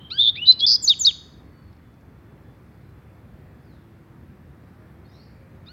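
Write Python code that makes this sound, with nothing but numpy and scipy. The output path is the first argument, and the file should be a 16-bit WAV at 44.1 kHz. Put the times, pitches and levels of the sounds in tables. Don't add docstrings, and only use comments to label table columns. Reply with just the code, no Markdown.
import sys
import numpy as np
from scipy import signal
from scipy.io import wavfile
from scipy.ndimage import uniform_filter1d

SR = 44100
rng = np.random.default_rng(int(sys.argv[2]) if len(sys.argv) > 2 else 0)


def store_wav(level_fs):
    pcm = np.round(np.clip(np.atleast_2d(level_fs), -1, 1) * 32767)
    wavfile.write(sys.argv[1], SR, pcm.T.astype(np.int16))


N = 252252

# frequency in Hz, relative density in dB per Hz.
TOWN_SPECTRUM = [(26, -36), (45, -9.5), (70, 1.5), (146, -3), (297, -11.5), (409, -16), (600, -21.5),
                 (900, -24), (1830, -27.5), (2400, -33.5), (2980, -40), (4200, -42.5), (6530, -50.5),
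                 (10000, -51), (13500, -47.5), (15800, -48.5)]
TOWN_DB = -47
# start in seconds, end in seconds, pitch in Hz, width in Hz, level in dB before the fades.
FAINT_TONES = [ (0, 4.6, 3460, 10, -85), (3.5, 4.3, 335, 5, -62), (4.7, 4.95, 630, 10, -68),
               (4.35, 5.35, 335, 25, -64), (5.33, 5.65, 540, 20, -65), (4.9, 5.72, 2280, 400, -76)]
# delay in seconds, level in dB.
WALL_ECHOES = [(.0015, -19.5), (.003, -16), (.006, -13.5), (.013, -22), (.035, -34), (.074, -34),
               (.27, -52), (.32, -55)]
# frequency in Hz, decay time t60 in seconds, relative level in dB.
YARD_DECAY = [(2509, 0.66, 4), (3320, .55, 4.5), (3870, 0.49, -1), (4800, 0.61, 0), (6200, .55, 7),
              (8000, .45, -1), (12000, 0.28, -3)]
# start in seconds, length in seconds, start pitch in Hz, middle pitch in Hz, end pitch in Hz,
# peak level in dB, place of the peak 0-1, hoarseness 0-1.
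FAINT_NOTES = [ (0, .105, 3100, 3150, 3120, -48, 0, .2), (1.4, .33, 4180, 4490, 4150, -71, .65, .1),
               (1.5, .12, 3000, 2980, 2950, -82, .4, .1), (2.78, .17, 4230, 4080, 3950, -79, .5, .1),
               (3.63, .18, 5350, 4050, 3350, -70, .45, .15), (5.045, .025, 4300, 4320, 4350, -63, .5, .2),
               (5.05, .03, 3700, 3700, 3700, -72, .5, .2), (5.08, .04, 4950, 5000, 5050, -65, .3, .25),
               (5.115, .065, 5700, 5400, 4750, -65, .4, .2), (5.11, .13, 3650, 4200, 4930, -57.5, .75, .35),
               (5.19, .1, 4110, 4500, 4830, -61, .2, .5), (5.12, .14, 2000, 2150, 2350, -71, .6, .4)]
FAINT_EDGE_DB, FAINT_OVER_DB = -9, -30
# first beat in seconds, end in seconds, beat rate in Hz,
# pitch fall in a beat in Hz (negative rises), lateness of the fall as a power, depth of the gap 0-1,
# beats to set in, share of the low end that lingers into the next beat.
FAR_TRILLS = [(5.13, 5.3, 62, -250, 1, .7, 1, 0)]
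# time in seconds, starting level in dB, ring in Hz.
CLAW_LANDINGS = [(1.728, -58, 4600), (1.766, -60, 4740), (1.94, -62.5, 5030), (2.01, -65, 6000)]
NEAR_TRILLS = [(.2105, .284, 116, 800, .5, 1, 1.1, .06), (.465, .495, 185, 60, 1.7, .45, 1.2, .02),
               (.6633, .75, 119, 1150, 1.7, .75, .15, .35)]
# frequency in Hz, gain in dB.
OVERTONE_FILTER = [(2000, -12.5), (3000, -13), (4000, 7.5), (4800, -10), (5800, -31), (7500, -35),
                   (9500, -43), (12000, -43.5), (14500, -30.5), (16000, -27), (18000, -90.5)]
# pitch in Hz, gain in dB.
PITCH_RICHNESS = [(1200, 16), (1600, 8), (1950, 9), (2600, -12), (3600, -14), (4050, -22), (4300, -5),
                  (5200, -12), (6100, 6), (7500, 5)]
FUZZ_LIFT_HZ = 400
# start in seconds, length in seconds, start pitch in Hz, end pitch in Hz, peak level in dB,
# place of the peak 0-1, overtones in dB, hoarseness 0-1.
SHORT_SOUNDS = [ (.1, .012, 4000, 4000, -43, .5, -30, .8), (.347, .011, 3500, 3750, -42, .9, -30, .9),
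                (.354, .028, 3500, 3750, -32, .15, -30, .5), (.519, .013, 4300, 4200, -20, .45, -16, .8),
                (.59, .025, 3950, 3950, -21, .75, -12, .8), (.61, .035, 5480, 5480, -48.5, .55, -30, .3),
                (.7, .04, 5950, 5950, -31, .55, 9, .4), (.712, .016, 1530, 1500, -48.5, .5, -30, .3),
                (.89, .014, 1400, 1410, -53.5, .5, -30, .25), (1.063, .016, 1450, 1450, -45, .5, -30, .2),
                (5.653, .042, 4300, 5200, -69, .2, -30, .8)]
SHORT_EDGE_DB = -14
# time in seconds, pitch in Hz, level in dB.
LONG_NOTES = [
    [(.165, 3120, -42), (.178, 3250, -31), (.19, 3452, -18), (.2, 3560, -10.5), (.215, 3640, -12),
     (.25, 3630, -14.5), (.28, 3540, -10.5), (.292, 3500, -13.5), (.2985, 3680, -14), (.302, 3720, -33)],
    [(.352, 1750, -55), (.366, 2250, -42), (.382, 2500, -32.5), (.4, 2745, -35), (.413, 2800, -39),
     (.42, 2897, -26), (.43, 2930, -22), (.445, 2970, -29), (.467, 3030, -40), (.485, 3030, -43)],
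    [(.454, 3800, -30), (.465, 3800, -28), (.473, 3900, -15), (.488, 4010, -8), (.499, 4040, -7.5),
     (.502, 4050, -6), (.5145, 4080, -6.5), (.5185, 4000, -25)],
    [(.606, 3300, -31.5), (.62, 3305, -25.5), (.64, 3380, -15), (.653, 3540, -13.5), (.657, 3560, -20.5),
     (.664, 3640, -33)],
    [(.664, 4750, -12), (.715, 4850, -11), (.74, 4900, -13), (.75, 5050, -13.5), (.758, 5000, -17),
     (.762, 3500, -23)],
]
# extra overtones at start in dB, at end in dB, hoarseness at start 0-1,
# at end 0-1, hoarseness added per dB below its loudest.
LONG_VOICES = [(0, 2, .08, .11, .002), (-9, 3, .05, .02, .007), (0, -2, .01, .01, .015),
               (0, 4, .02, .02, .002), (-9, 10, .04, .2, 0)]
# start in seconds, length in seconds, ceiling pitch in Hz,
# full level in dB, extra overtones in dB, depth of the catch in Hz.
OPENING_SLIDES = [(.103, .075, 1700, -44.5, 3, 0), (5.66, .06, 1580, -57, -4, 120)]
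OPENER_FROM_HZ, OPENER_CLIMB_S, CATCH_AT_S, CATCH_S = 1120, .035, .021, .006
OPENER_SOFT_DB, OPENER_SWELL_S, OPENER_HOARSE, OPENER_CLEAR_S = -15, .02, .3, .012
# time from its start in seconds, pitch in Hz, relative level in dB.
CLOSING_HIGH_FALL = [(0, 7900, -21), (.004, 7450, -13.5), (.014, 7160, -11), (.025, 6830, 0),
                     (.038, 6280, -11), (.048, 6070, -7), (.058, 6040, -11)]
# time from the flick in seconds, pitch in Hz, relative level in dB.
CLOSING_FLICK = [(0, 3800, -14), (.004, 4230, -7), (.011, 4450, -2), (.017, 4870, -8), (.024, 5300, -17)]
# time from the flick in seconds, pitch in Hz, relative level in dB.
CLOSING_LOW_FALL = [(.019, 3850, -7), (.029, 3760, 0), (.035, 3650, -3.5), (.041, 3510, -8),
                    (.051, 3185, -19), (.062, 2820, -30), (.066, 1890, -36)]
# high half start in seconds, its level in dB, low half start in seconds, its level in dB.
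CLOSING_SYLLABLES = [(.822, -19, .875, -7.5), (.991, -17, 1.047, -7.5)]
CLOSING_VOICES = [(0, 0, .03, .05, .002), (0, -6, .07, .12, .003), (4, 0, .03, .03, .005)]


def amp(db):
    return 10 ** (np.asarray(db) / 20)


def evened(x):
    return x / np.sqrt(np.mean(abs(x) ** 2) + 1e-20)


def read(points, hz):
    f, value = np.transpose(points)
    return np.interp(np.log(hz + 1), np.log(f + 1), value)


def add(mix, s, sound):
    part = mix[max(round(s * SR), 0):][:len(sound)]
    part += sound[:len(part)]


def rotation(hz):
    return np.exp(2j * np.pi * np.cumsum(hz) / SR)


def flutter(count, width_hz):
    settle = 2000
    z = rng.standard_normal(count + settle) + 1j * rng.standard_normal(count + settle)
    lowpass = signal.butter(N=4, Wn=width_hz / SR, output="sos")
    return evened(signal.sosfilt(lowpass, z)[settle:])


def noise_band(t, hz, width_hz):
    return flutter(count=len(t), width_hz=width_hz) * np.exp(2j * np.pi * hz * t)


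def town():
    frames, hz = N // 512 + 5, np.fft.rfftfreq(2048, 1 / SR)
    real, imaginary, patches = rng.standard_normal((frames, 1025, 3)).T
    patches = uniform_filter1d(patches, size=24, axis=0)
    patches = evened(uniform_filter1d(patches, size=10, axis=1))
    t = np.arange(frames) * 512 / SR
    swell = 0
    for f in np.geomspace(.2, 6, 20):
        swell = swell + np.sin(2 * np.pi * (f * t + rng.random())) / np.sqrt(f)
    level_db = read(TOWN_SPECTRUM, hz)[:, None] + 1.0 * patches + .4 * evened(swell)
    z = (real + 1j * imaginary) * amp(level_db)
    rumble = signal.istft(z, nperseg=2048, noverlap=1536)[1][:N]
    return amp(TOWN_DB) * evened(rumble)


def tones():
    out = np.zeros(N)
    for start, end, hz, width_hz, db in FAINT_TONES:
        t = np.arange(start, end, 1 / SR)
        wave = evened(noise_band(t, hz, width_hz).real)
        add(out, start, amp(db) * wave * signal.windows.tukey(len(t), .3))
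    return out


def walls(x, direct_db, tail_db):
    taps = np.zeros(SR)
    at = np.arange(200, SR - 20, 20)
    taps[at + rng.integers(0, 20, len(at))] = rng.choice([-1., 1.], len(at))
    hz, t, z = signal.stft(taps, SR, nperseg=256)
    yard = np.array(YARD_DECAY)
    t60 = read(yard[:, [0, 1]], hz)[:, None]
    colour_db = read(yard[:, [0, 2]], hz)[:, None]
    tail = signal.istft(z * amp(colour_db - 60 * t / t60), SR, nperseg=256)[1][:SR]
    response = amp(tail_db) * tail / np.linalg.norm(tail)
    for s, db in WALL_ECHOES:
        add(response, s, amp([db]))
    return amp(direct_db) * x + signal.fftconvolve(x, response)[:N]


def throb(t, trills):
    bend, gain, low_hz, linger = np.zeros(len(t)), np.ones(len(t)), np.zeros(len(t)), np.zeros(len(t))
    for start, end, beat_hz, fall_hz, late, gap, onset, share in trills:
        beats = (t - start) * beat_hz
        within = beats % 1
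        on = np.clip(np.minimum(beats / onset, (end - t) * beat_hz), 0, 1)
        bend += on * fall_hz * uniform_filter1d(1 / (1 + late) - within ** late, size=30)
        gain *= 1 - on * gap * abs(np.cos(np.pi * within ** 1.1)) ** 2.8
        low_hz -= on * fall_hz * 0.89 * late / (1 + late)
        after_first = np.clip(4 * (beats - 1) + .5, 0, 1)
        linger += on * after_first * share * uniform_filter1d(np.exp(-within / .3), size=30)
    return bend, gain, low_hz, linger


def note(rows, trills):
    s, *columns = np.transpose(rows)
    t = np.arange(s[0], s[-1], 1 / SR)
    hz, level_db, over_db, hoarse = (np.interp(t, s, c) for c in columns)
    bend, gain, low_hz, linger = throb(t, trills)
    lingering = linger * rotation(hz + low_hz)
    hoarse = np.clip(hoarse, 0, 1)
    lift = rotation(FUZZ_LIFT_HZ * (1 - hoarse))
    swing = np.sqrt(1 - hoarse ** 2) + hoarse * lift * flutter(count=len(t), width_hz=1170)
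    shake = 1 + .1 * hoarse * flutter(count=len(t), width_hz=500).real
    hz = (hz + bend) * shake
    turn = rotation(hz)
    patchy = .5 + .55 * flutter(count=len(t), width_hz=600)
    tone = turn.copy()
    for k in range(2, 7):
        over = amp(over_db - 2.5 * (k - 3) + read(OVERTONE_FILTER, k * hz)) * turn ** k
        tone += over * np.where(k * hz > 6000, patchy, 1)
    hiss = noise_band(t, 13500, width_hz=5000)
    tone += amp(-33) * np.minimum(hoarse + .04, .25) * (hz / 5000) ** 2.5 * hiss
    edges = np.clip(np.minimum(t - s[0], s[-1] - t) / 0.002032, 0, 1)
    voice = (swing * (gain * tone + lingering)).real
    return s[0], np.sqrt(2) * amp(level_db) * edges * voice


def birds(notes, trills=()):
    out = np.zeros(N)
    for rows in notes:
        add(out, *note(rows, trills))
    return out


def arch(start, length, pitches, peak_db, peak_at, edge_db, over_db, hoarse):
    u = np.linspace(0, 1, num=21)
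    places = np.linspace(0, 1, len(pitches))
    hz = np.polyval(np.polyfit(places, pitches, len(pitches) - 1), u)
    peak_at = np.clip(peak_at, .001, .999)
    away = np.where(u < peak_at, 1 - u / peak_at, (u - peak_at) / (1 - peak_at))
    return np.transpose([start + length * u, hz, peak_db + edge_db * away, over_db + 0 * u, hoarse + 0 * u])


def faint_calls():
    notes = []
    for s, length, first, middle, last, db, at, hoarse in FAINT_NOTES:
        notes.append(arch(s, length, [first, middle, last], db, at, FAINT_EDGE_DB, FAINT_OVER_DB, hoarse))
    return notes


def hops():
    out, t = np.zeros(N), np.arange(600) / SR
    for s, db, hz in CLAW_LANDINGS:
        scratch = noise_band(t, hz, width_hz=2200).real
        attack = np.clip(t / .001, 0, 1)
        add(out, s, amp(db - 60 * t / .025) * attack * scratch)
    return out


def short_sounds():
    notes = []
    for s, length, first, last, db, at, over_db, hoarse in SHORT_SOUNDS:
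        notes.append(arch(s, length, [first, last], db, at, SHORT_EDGE_DB, over_db, hoarse))
    return notes


def voiced(curve, voice, start=0, full_db=0):
    s, hz, level_db = np.transpose(curve)
    ends = s[[0, -1]]
    over_db = read(PITCH_RICHNESS, hz) + np.interp(s, ends, voice[:2])
    hoarse = np.interp(s, ends, voice[2:4]) + voice[-1] * (level_db.max() - level_db)
    return np.transpose([start + s, hz, full_db + level_db, over_db, hoarse])


def opener(start, length, top_hz, full_db, extra_db, catch_hz):
    t = np.linspace(0, length, num=24)
    hz = top_hz - (top_hz - OPENER_FROM_HZ) * np.exp(-t / OPENER_CLIMB_S)
    hz -= catch_hz * np.exp(-((t - CATCH_AT_S) / CATCH_S) ** 2)
    level_db = full_db + OPENER_SOFT_DB * np.exp(-t / OPENER_SWELL_S)
    over_db = extra_db + read(PITCH_RICHNESS, hz)
    hoarse = .03 + OPENER_HOARSE * np.exp(-t / OPENER_CLEAR_S)
    return np.transpose([start + t, hz, level_db, over_db, hoarse])


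def song():
    notes = [voiced(curve, voice) for curve, voice in zip(LONG_NOTES, LONG_VOICES)]
    notes += [opener(*row) for row in OPENING_SLIDES]
    high_voice, flick_voice, low_voice = CLOSING_VOICES
    for high_s, high_db, low_s, low_db in CLOSING_SYLLABLES:
        notes.append(voiced(CLOSING_HIGH_FALL, high_voice, high_s, high_db))
        notes.append(voiced(CLOSING_FLICK, flick_voice, low_s, low_db))
        notes.append(voiced(CLOSING_LOW_FALL, low_voice, low_s, low_db))
    return notes


def scene():
    singer = birds(song(), NEAR_TRILLS) + birds(short_sounds())
    near = walls(singer + hops(), direct_db=0, tail_db=-22.5)
    faint = walls(birds(faint_calls(), FAR_TRILLS), direct_db=-3, tail_db=-3)
    return (near + faint + tones() + town())[None]


def record(dry):
    bass_cut = signal.butter(N=6, Wn=50, btype="high", fs=SR, output="sos")
    thinned = signal.sosfilt(bass_cut, dry)
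    top_cut = signal.firwin(511, 16000, window=("kaiser", 9), fs=SR)
    return signal.oaconvolve(thinned, top_cut[None], "same")


dry = scene()
out = record(dry)
store_wav(out)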